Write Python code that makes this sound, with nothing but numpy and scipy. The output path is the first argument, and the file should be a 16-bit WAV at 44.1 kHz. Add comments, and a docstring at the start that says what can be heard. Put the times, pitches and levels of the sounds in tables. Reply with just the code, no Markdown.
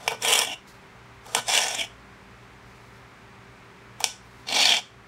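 """An appliance hums in a small kitchen, and at once a knife starts on a peeled banana, cutting it
lengthwise three times on a hard, textured board. Each time the blade pushes through, clicks on the
board, grinds briefly under pressure and is drawn back in a rasping scrape as its edge sticks and slips.
Between cuts, moist flesh whispers along the blade. The near microphone turns down the loud strokes."""
import sys
import numpy as np
from scipy import signal
from scipy.fft import rfft, irfft, next_fast_len
from scipy.io import wavfile
from scipy.ndimage import uniform_filter1d, map_coordinates

SR = 44100
rng = np.random.default_rng(int(sys.argv[2]) if len(sys.argv) > 2 else 0)


def int16_out(signal):
    """Quantize to a 16-bit WAV file."""
    q = np.round(np.clip(np.atleast_2d(signal).T, -1, 1) * 32767)
    wavfile.write(sys.argv[1], SR, q.astype(np.int16))


N = 223621
TIME = np.arange(N) / SR
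FFT_SIZE = next_fast_len(N + SR // 2, real=True) // 2 * 2
HZ = np.fft.rfftfreq(FFT_SIZE, 1 / SR)

# Tone of steel rubbing the board: pitch_hz, first_pull_db, second_pull_db, third_pull_db, tip_db, press_db
RUB_TONE = [(149, -31, -17, -22, -25.5, 3), (350, -26.5, -23.5, -23, -16, -20.5),
            (447, -6.5, -7, -18.0, -23, 2.5), (684, -12, -3, -9, -7.5, 2.5),
            (887, -16, -10.5, -18, -20, -8.5), (1276, -5.5, -6, -10, -20, 8),
            (1980, -4, -4.5, -2, -7.5, -10), (2450, -4.5, -6.5, -2, -7, -12.5),
            (2860, 0, -3.5, 1.5, -2, -5.5), (4600, -3, -3, 4, -12, -8), (5280, -4, -3, -2.5, -7, -17),
            (8500, 2, -3.5, -12.5, -11.5, -21), (11000, -0.5, -9.5, -16, -13, -20.5),
            (15300.0, -11, -21, -23.5, -25.5, -32)]


def amp(db):
    """Turn decibels into a gain."""
    return np.exp(np.asarray(db) * (np.log(10) / 20))


def unit(x):
    """Scale to an average (rms) level of 1."""
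    return x / np.sqrt(np.mean(x ** 2) + 1e-20)


def curve(points, hz, column=0):
    """Read between a table's pitches; column 0 is the first after the pitch."""
    pitches, *values = np.transpose(points)
    return np.interp(np.log(hz + 1), np.log(pitches), values[column])


def near(hz, centre_hz, octaves):
    """A bell curve: 1 at the centre pitch, 0 far from it."""
    return np.exp(-.5 * (np.log2((hz + 1) / centre_hz) / octaves) ** 2)


def noise():
    """Fresh white noise."""
    return rng.standard_normal(N)


def wobble(per_s):
    """A smooth curve through per_s random values a second."""
    return map_coordinates(rng.standard_normal(int(N * per_s / SR) + 4), [TIME * per_s])


def filtered(x, response):
    """Make each frequency louder or softer as the response says."""
    return irfft(rfft(x, FFT_SIZE) * response, FFT_SIZE)[:N]


def shaped_noise(tone):
    """Noise of level 1, shaped by rows of pitch_hz, level_db."""
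    return unit(filtered(noise(), amp(curve(tone, HZ))))


def appliance():
    """Steady fan noise and rumble, with slightly unsteady mains and motor tones."""
    # Mains and motor tones: pitch_hz, relative_db
    hum_tones = [(59.2, -63), (118.4, -56.5), (193.8, -62), (263.8, -65.5), (393.0, -60.5)]
    # Rush of the fan: pitch_hz, relative_db
    fan_tone = [(280, -24), (480, -6), (700, -3), (1000, -0.5), (1600, -3), (2300, -4.5), (2900, -11.5),
                (5000, -18.5), (8000, -24.5), (12000, -34), (15500, -36.5)]
    # Low rumble: pitch_hz, relative_db
    rumble_tone = [(20, -28), (45, -8), (62, -1.5), (80, -9), (100, -2.5), (122, -0.5), (150, -6.5),
                   (200, -4.5), (270, -9.5), (340, -9), (430, -8.5), (520, -15), (800, -50)]
    hum = np.zeros(N)
    for hz, db in hum_tones:
        level = amp(db + 1.4 * wobble(3.47)) * np.sqrt(2)
        hum += level * np.sin(2 * np.pi * hz * TIME + 0.57 * wobble(5.1))
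    return amp(-1.5) * hum + amp(-51.5) * shaped_noise(fan_tone) + amp(-55) * shaped_noise(rumble_tone)


def board(tone_db):
    """How board and blade ring: their own pitches on top of the tone of a contact."""
    # Peaks and dips of board and blade together: pitch_hz, width_hz, lift_db
    resonances = [(252, 110, 17.5), (452, 85, 8), (734, 263, 11), (897, 203, 13), (1008, 40, 7),
                  (1494, 11, 14), (1795, 220, 9), (2216, 12, -3), (2319, 257, 15), (2525, 51, 8),
                  (2890, 60, 0.5), (2764, 87, 12), (2980, 93, 10), (3120, 38, 6.5), (3240, 53, 11),
                  (3442, 136, 10.5), (3643, 270, 6), (4450, 50, 7.5), (5180, 170, 8.5), (5630, 226, 9.5),
                  (6150, 740, 7), (7230, 280, 9), (8000, 400, 7.5), (8720, 314, 8.5), (9440, 190, 4.5)]
    lift_db = sum(db / (1 + (2 * (HZ - hz) / width) ** 2) for hz, width, db in resonances)
    gain = amp(tone_db + lift_db) * HZ ** 2 / (HZ ** 2 + 110 ** 2)  # a small board gives no deep bass
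    # Minimum phase: the ringing follows the touch and never comes before it.
    cepstrum = irfft(np.log(unit(gain) + 1e-6))
    cepstrum[1:FFT_SIZE // 2] *= 2
    cepstrum[FFT_SIZE // 2 + 1:] = 0
    return np.exp(rfft(cepstrum))


def fade_db(start, end, rise_db_per_s, fall_db_per_s):
    """The level of a movement: it sets in, holds from start to end and dies away."""
    down_db = rise_db_per_s * np.maximum(start - TIME, 0) + fall_db_per_s * np.maximum(TIME - end, 0)
    return -np.minimum(down_db, 150)


def slips(per_s, spread_db, smooth_db, judder_db):
    """The edge sticks and slips on the board's texture: tiny uneven kicks over smooth rubbing."""
    kicks = (rng.random(N) < per_s / SR) * rng.choice([-1, 1], N)
    kicks = kicks * amp(spread_db * np.clip(noise(), -2, 1.5))
    return (unit(kicks) + amp(smooth_db) * noise()) * amp(judder_db * wobble(160))


def friction(force, response, start, end, body_db, hiss_db, effort_db):
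    """Rubbing rings the board as low body, middle rasp and high hiss; more effort is louder and brighter."""
    ring = rfft(force, FFT_SIZE) * response
    low = 1 / (1 + (HZ / 1300) ** 8)
    high = 1 - 1 / (1 + (HZ / 4800) ** 8)
    touch_db = fade_db(start, end, rise_db_per_s=716, fall_db_per_s=713)
    touching = touch_db > touch_db.max() - 10
    bands = (low, body_db + 0.7 * effort_db), (1 - low - high, effort_db), (high, hiss_db + effort_db)
    sound = np.zeros(N)
    for band, db in bands:
        part = irfft(ring * band, FFT_SIZE)[:N]
        sound += part / np.std(part[touching]) * amp(db)
    return sound * amp(touch_db)


def pressing():
    """The blade is pushed through the last of the flesh, then grinds on the board."""
    # Pushes before and after the blade lands: start_s, end_s, relative_db (at the end), swell_db,
    # body_over_rasp_db, hiss_over_rasp_db
    presses = [(0.010, 0.075, -48.5, 2, 6.5, 0), (0.109, 0.132, -37, 1.5, 8, -6),
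               (1.257, 1.346, -47, 10, 7.5, 4), (1.369, 1.392, -25.5, 0, -2, -6),
               (4.013, 4.057, -40.5, 2.5, 1.5, -2.5)]
    response = board(curve(RUB_TONE, HZ, column=4))
    grind = np.zeros(N)
    for start, end, db, swell_db, body_db, hiss_db in presses:
        force = slips(per_s=700, spread_db=6, smooth_db=6.5, judder_db=-2)
        effort_db = np.interp(TIME, [start, end], [-swell_db, 0])
        grind += amp(db) * friction(force, response, start, end, body_db, hiss_db, effort_db)
    return amp(-3.5) * grind


def jolts(rows, contact_s):
    """A burst of force for each start_s, level_db and optional ring_hz; longer contact fades slower."""
    force, t = np.zeros(N), TIME[:SR // 30]
    hz = np.fft.rfftfreq(len(t), 1 / SR)
    for start, db, *rings in rows:
        burst = rfft(rng.standard_normal(len(t)) * np.exp(-2 * t / contact_s))
        flat = burst / np.abs(burst)  # a hard contact drives all frequencies alike
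        ring_db = sum(13.5 * near(hz, ring_hz, octaves=0.085) for ring_hz in rings)
        chatter = irfft(flat * amp(ring_db), len(t)) * np.exp(-.5 * t / contact_s)
        chatter *= np.sqrt(contact_s * SR) / 2 / np.linalg.norm(chatter)
        force[round(start * SR):][:len(t)] += amp(db) * chatter
    return force


def landings():
    """Steel meets the board with a sharp click."""
    # The edge lands: start_s, level_db, contact_s
    hits = [(0.0780, -10, 0.0079), (1.3488, -6.5, 0.0049), (4.0411, -4, 0.0042)]
    # Tone of each click: pitch_hz, first_db, second_db, third_db
    click_tone = [(150.0, -12, -25, -15), (323, -38, -32, -28), (430, -5.5, -6.5, -11), (706, -5, -6, -11),
                  (990, -7, -5.5, -12.5), (1256, -6.5, -7.5, -9), (1940, -8, -4, -13),
                  (2400, -0.5, -7, -6.5), (3020, -4.5, 0.5, -1.5), (4270, -14, -8.5, -3.5),
                  (5200, -5.5, -4.5, -1), (7460, -18, -2.5, -4), (11100, -11, -3.5, -8.5),
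                  (15100, -26, -24.5, -18)]
    return sum(filtered(jolts([(start, db)], contact_s), board(curve(click_tone, HZ, column=cut)))
               for cut, (start, db, contact_s) in enumerate(hits))


def knocks():
    """The board knocks dully as the flesh gives way and the blade settles."""
    # Bumps of the blade: start_s, relative_db
    bumps = [(0.1083, -19.5), (0.1185, -18.5), (1.2645, -26.5), (1.3645, -8.5), (1.3735, -29.5),
             (1.3872, -21), (4.0035, -13)]
    # Their dull tone: pitch_hz, relative_db
    knock_tone = [(150, -18.5), (400, -13), (850, 6.5), (1400, -1), (2300, -5), (5000, -6), (9000, -3),
                  (15000, -5)]
    return amp(-10.5) * filtered(jolts(bumps, contact_s=0.0085), board(curve(knock_tone, HZ)))


def rolling_contact(force, roll_at_s, from_hz, to_hz, lift_db):
    """The touching point rolls along the blade, so the pitches it favours keep shifting."""
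    roll_s, patchy_db = 0.023, 2
    hz, t, spectrum = signal.stft(force, SR, nperseg=512, noverlap=384)
    favoured_hz = from_hz + (to_hz - from_hz) * (1 + np.tanh((t - roll_at_s) / roll_s)) / 2
    favoured_db = lift_db * near(hz[:, None], favoured_hz, octaves=0.092)
    patches = uniform_filter1d(rng.standard_normal(spectrum.shape), size=3, axis=0)
    patches = unit(uniform_filter1d(patches, size=16, axis=1))
    blade_share = np.clip(hz[:, None] / 2000, 0, 1)  # low pitches belong to the board and stay put
    spectrum *= amp(favoured_db + patchy_db * blade_share * patches)
    return signal.istft(spectrum, SR, nperseg=512, noverlap=384)[1][:N]


def pull(row, force, response):
    """One pull of the knife: effort swells to the hardest moment, where the contact rolls on, then eases."""
    start, hardest, end, db, swell_db, ease_db, body_db, hiss_db, from_hz, to_hz, lift_db = row
    effort_db = np.interp(TIME, [start, hardest, end], [-swell_db, 0, -ease_db])
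    force = rolling_contact(force, hardest, from_hz, to_hz, lift_db)
    return amp(db + 1) * friction(force, response, start, end, body_db, hiss_db, effort_db)


def scrapes():
    """The edge is drawn back over the board, catching here and there; twice the tip drags after it."""
    # Pulls of the edge: start_s, hardest_s, end_s, relative_db (at the hardest), swell_db, ease_db,
    # body_over_rasp_db, hiss_over_rasp_db, favoured_from_hz, favoured_to_hz, favoured_lift_db
    edge_pulls = [(0.240, 0.332, 0.44, -20.5, 9, 4.5, -7, -4, 3370, 3250, 3),
                  (1.485, 1.555, 1.755, -22, 7, 16.5, -6.5, -2.5, 2900, 2420, -1.5),
                  (4.494, 4.668, 4.783, -15, 18, 11, -10.5, -6.5, 4420, 3080, 4.5)]
    # The edge catches and lets go, ringing the blade: start_s, relative_db, ring_hz
    catches = [(0.2230, -17.5, 5540), (0.249, -12, 2430), (0.2820, -15, 5560), (0.3290, -5, 3060),
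               (0.3357, -0.5, 3070), (0.377, -11.5, 3200), (0.39, -2, 5460), (1.4828, -14.5, 834),
               (1.4975, -13, 5470), (1.5518, -10, 2800), (1.5762, -3.5, 2900), (1.6153, -13, 5600),
               (1.6350, -11.5, 5240), (1.6832, -13, 6900), (1.7484, -15.5, 6900), (1.7930, -18.5, 2980),
               (4.4873, -16.5, 4280), (4.552, -18, 5530), (4.596, -19.5, 4450), (4.6550, 1, 4500),
               (4.6870, -8.5, 3300), (4.6926, -5.5, 3280), (4.7219, -4.5, 3000), (4.768, -9, 7250)]
    # The tip drags alone: same columns as edge_pulls
    tip_drags = [(0.461, 0.502, 0.5324, -31.5, 1.5, 0, -7.5, -10.5, 3000, 2850, 8.2),
                 (1.736, 1.792, 1.84, -30.5, 4, 1, -10.5, -9.5, 3650, 2970, 9.5)]
    sound = np.zeros(N)
    for cut, row in enumerate(edge_pulls):
        response = board(curve(RUB_TONE, HZ, column=cut))
        sound += pull(row, slips(per_s=1700, spread_db=4.5, smooth_db=-1.5, judder_db=2.1), response)
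        hardest_s = row[1]
        own_catches = [catch for catch in catches if abs(catch[0] - hardest_s) < .5]
        sound += amp(-6) * filtered(jolts(own_catches, contact_s=0.007), response)
    tip_response = board(curve(RUB_TONE, HZ, column=3))
    for row in tip_drags:
        sound += pull(row, slips(per_s=700, spread_db=1, smooth_db=-0.5, judder_db=2.4), tip_response)
    return sound


def slicing():
    """Moist flesh whispers as the flat of the blade slides through it."""
    # Slides through the banana: start_s, end_s, level_db
    slides = [(0.678, 0.690, -55), (2.666, 2.970, -67.5), (4.23, 4.427, -65.5)]
    # Tone of the whisper: pitch_hz, relative_db
    flesh_tone = [(1500, -29), (4000, 11.5), (8000, 3.5), (14000, -4)]
    level = sum(amp(db + fade_db(start, end, rise_db_per_s=1200, fall_db_per_s=137))
                for start, end, db in slides)
    return level * amp(1.7 * wobble(60)) * shaped_noise(flesh_tone)


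def kitchen_echo(x):
    """The walls throw back a short wash of sound; each pitch dies at its own speed."""
    # Time the echo takes to fall by 60 dB: pitch_hz, fade_s
    fade_times = [(300, 0.38), (800, 0.25), (2100, 0.27), (5500, 0.3), (9000, 0.27), (15000, 0.17)]
    hz, t, spectrum = signal.stft(rng.standard_normal(SR // 2), SR, nperseg=256)
    spectrum *= amp(-60 * t / curve(fade_times, hz)[:, None])
    tail = signal.istft(spectrum, SR, nperseg=256)[1]
    tail = np.pad(tail / np.linalg.norm(tail), (round(.004 * SR), 0))  # arrives 4 ms late
    return signal.fftconvolve(x, tail)[:N]


def scene():
    """Knife, room and hum at one microphone."""
    clicks = landings()
    rubbing = pressing() + knocks() + scrapes()
    echo = kitchen_echo(amp(-9) * clicks + amp(-15.5) * rubbing)
    return (clicks + rubbing + echo + slicing() + appliance())[None]


def gain_control(x, threshold_db, slope, recover_db_per_s):
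    """The microphone turns itself down on loud sound, then slowly back up."""
    level_db = 10 * np.log10(np.abs(uniform_filter1d(x ** 2, size=441)) + 1e-12)
    cut_db = np.maximum(level_db - threshold_db, 0) * slope
    recovery_db = recover_db_per_s * TIME
    held_db = np.maximum.accumulate(cut_db + recovery_db) - recovery_db
    return x * amp(-uniform_filter1d(held_db, size=221, origin=110))


def record(dry):
    """Turn down loud strokes, round off the peaks and drop the highest treble."""
    levelled = gain_control(dry[0], threshold_db=-19.5, slope=0.54, recover_db_per_s=10)
    rounded = levelled / (1 + np.abs(levelled / .78) ** 4) ** (1 / 4)
    return filtered(rounded, HZ < 15750)[None]


dry = scene()
out = record(dry)
int16_out(out)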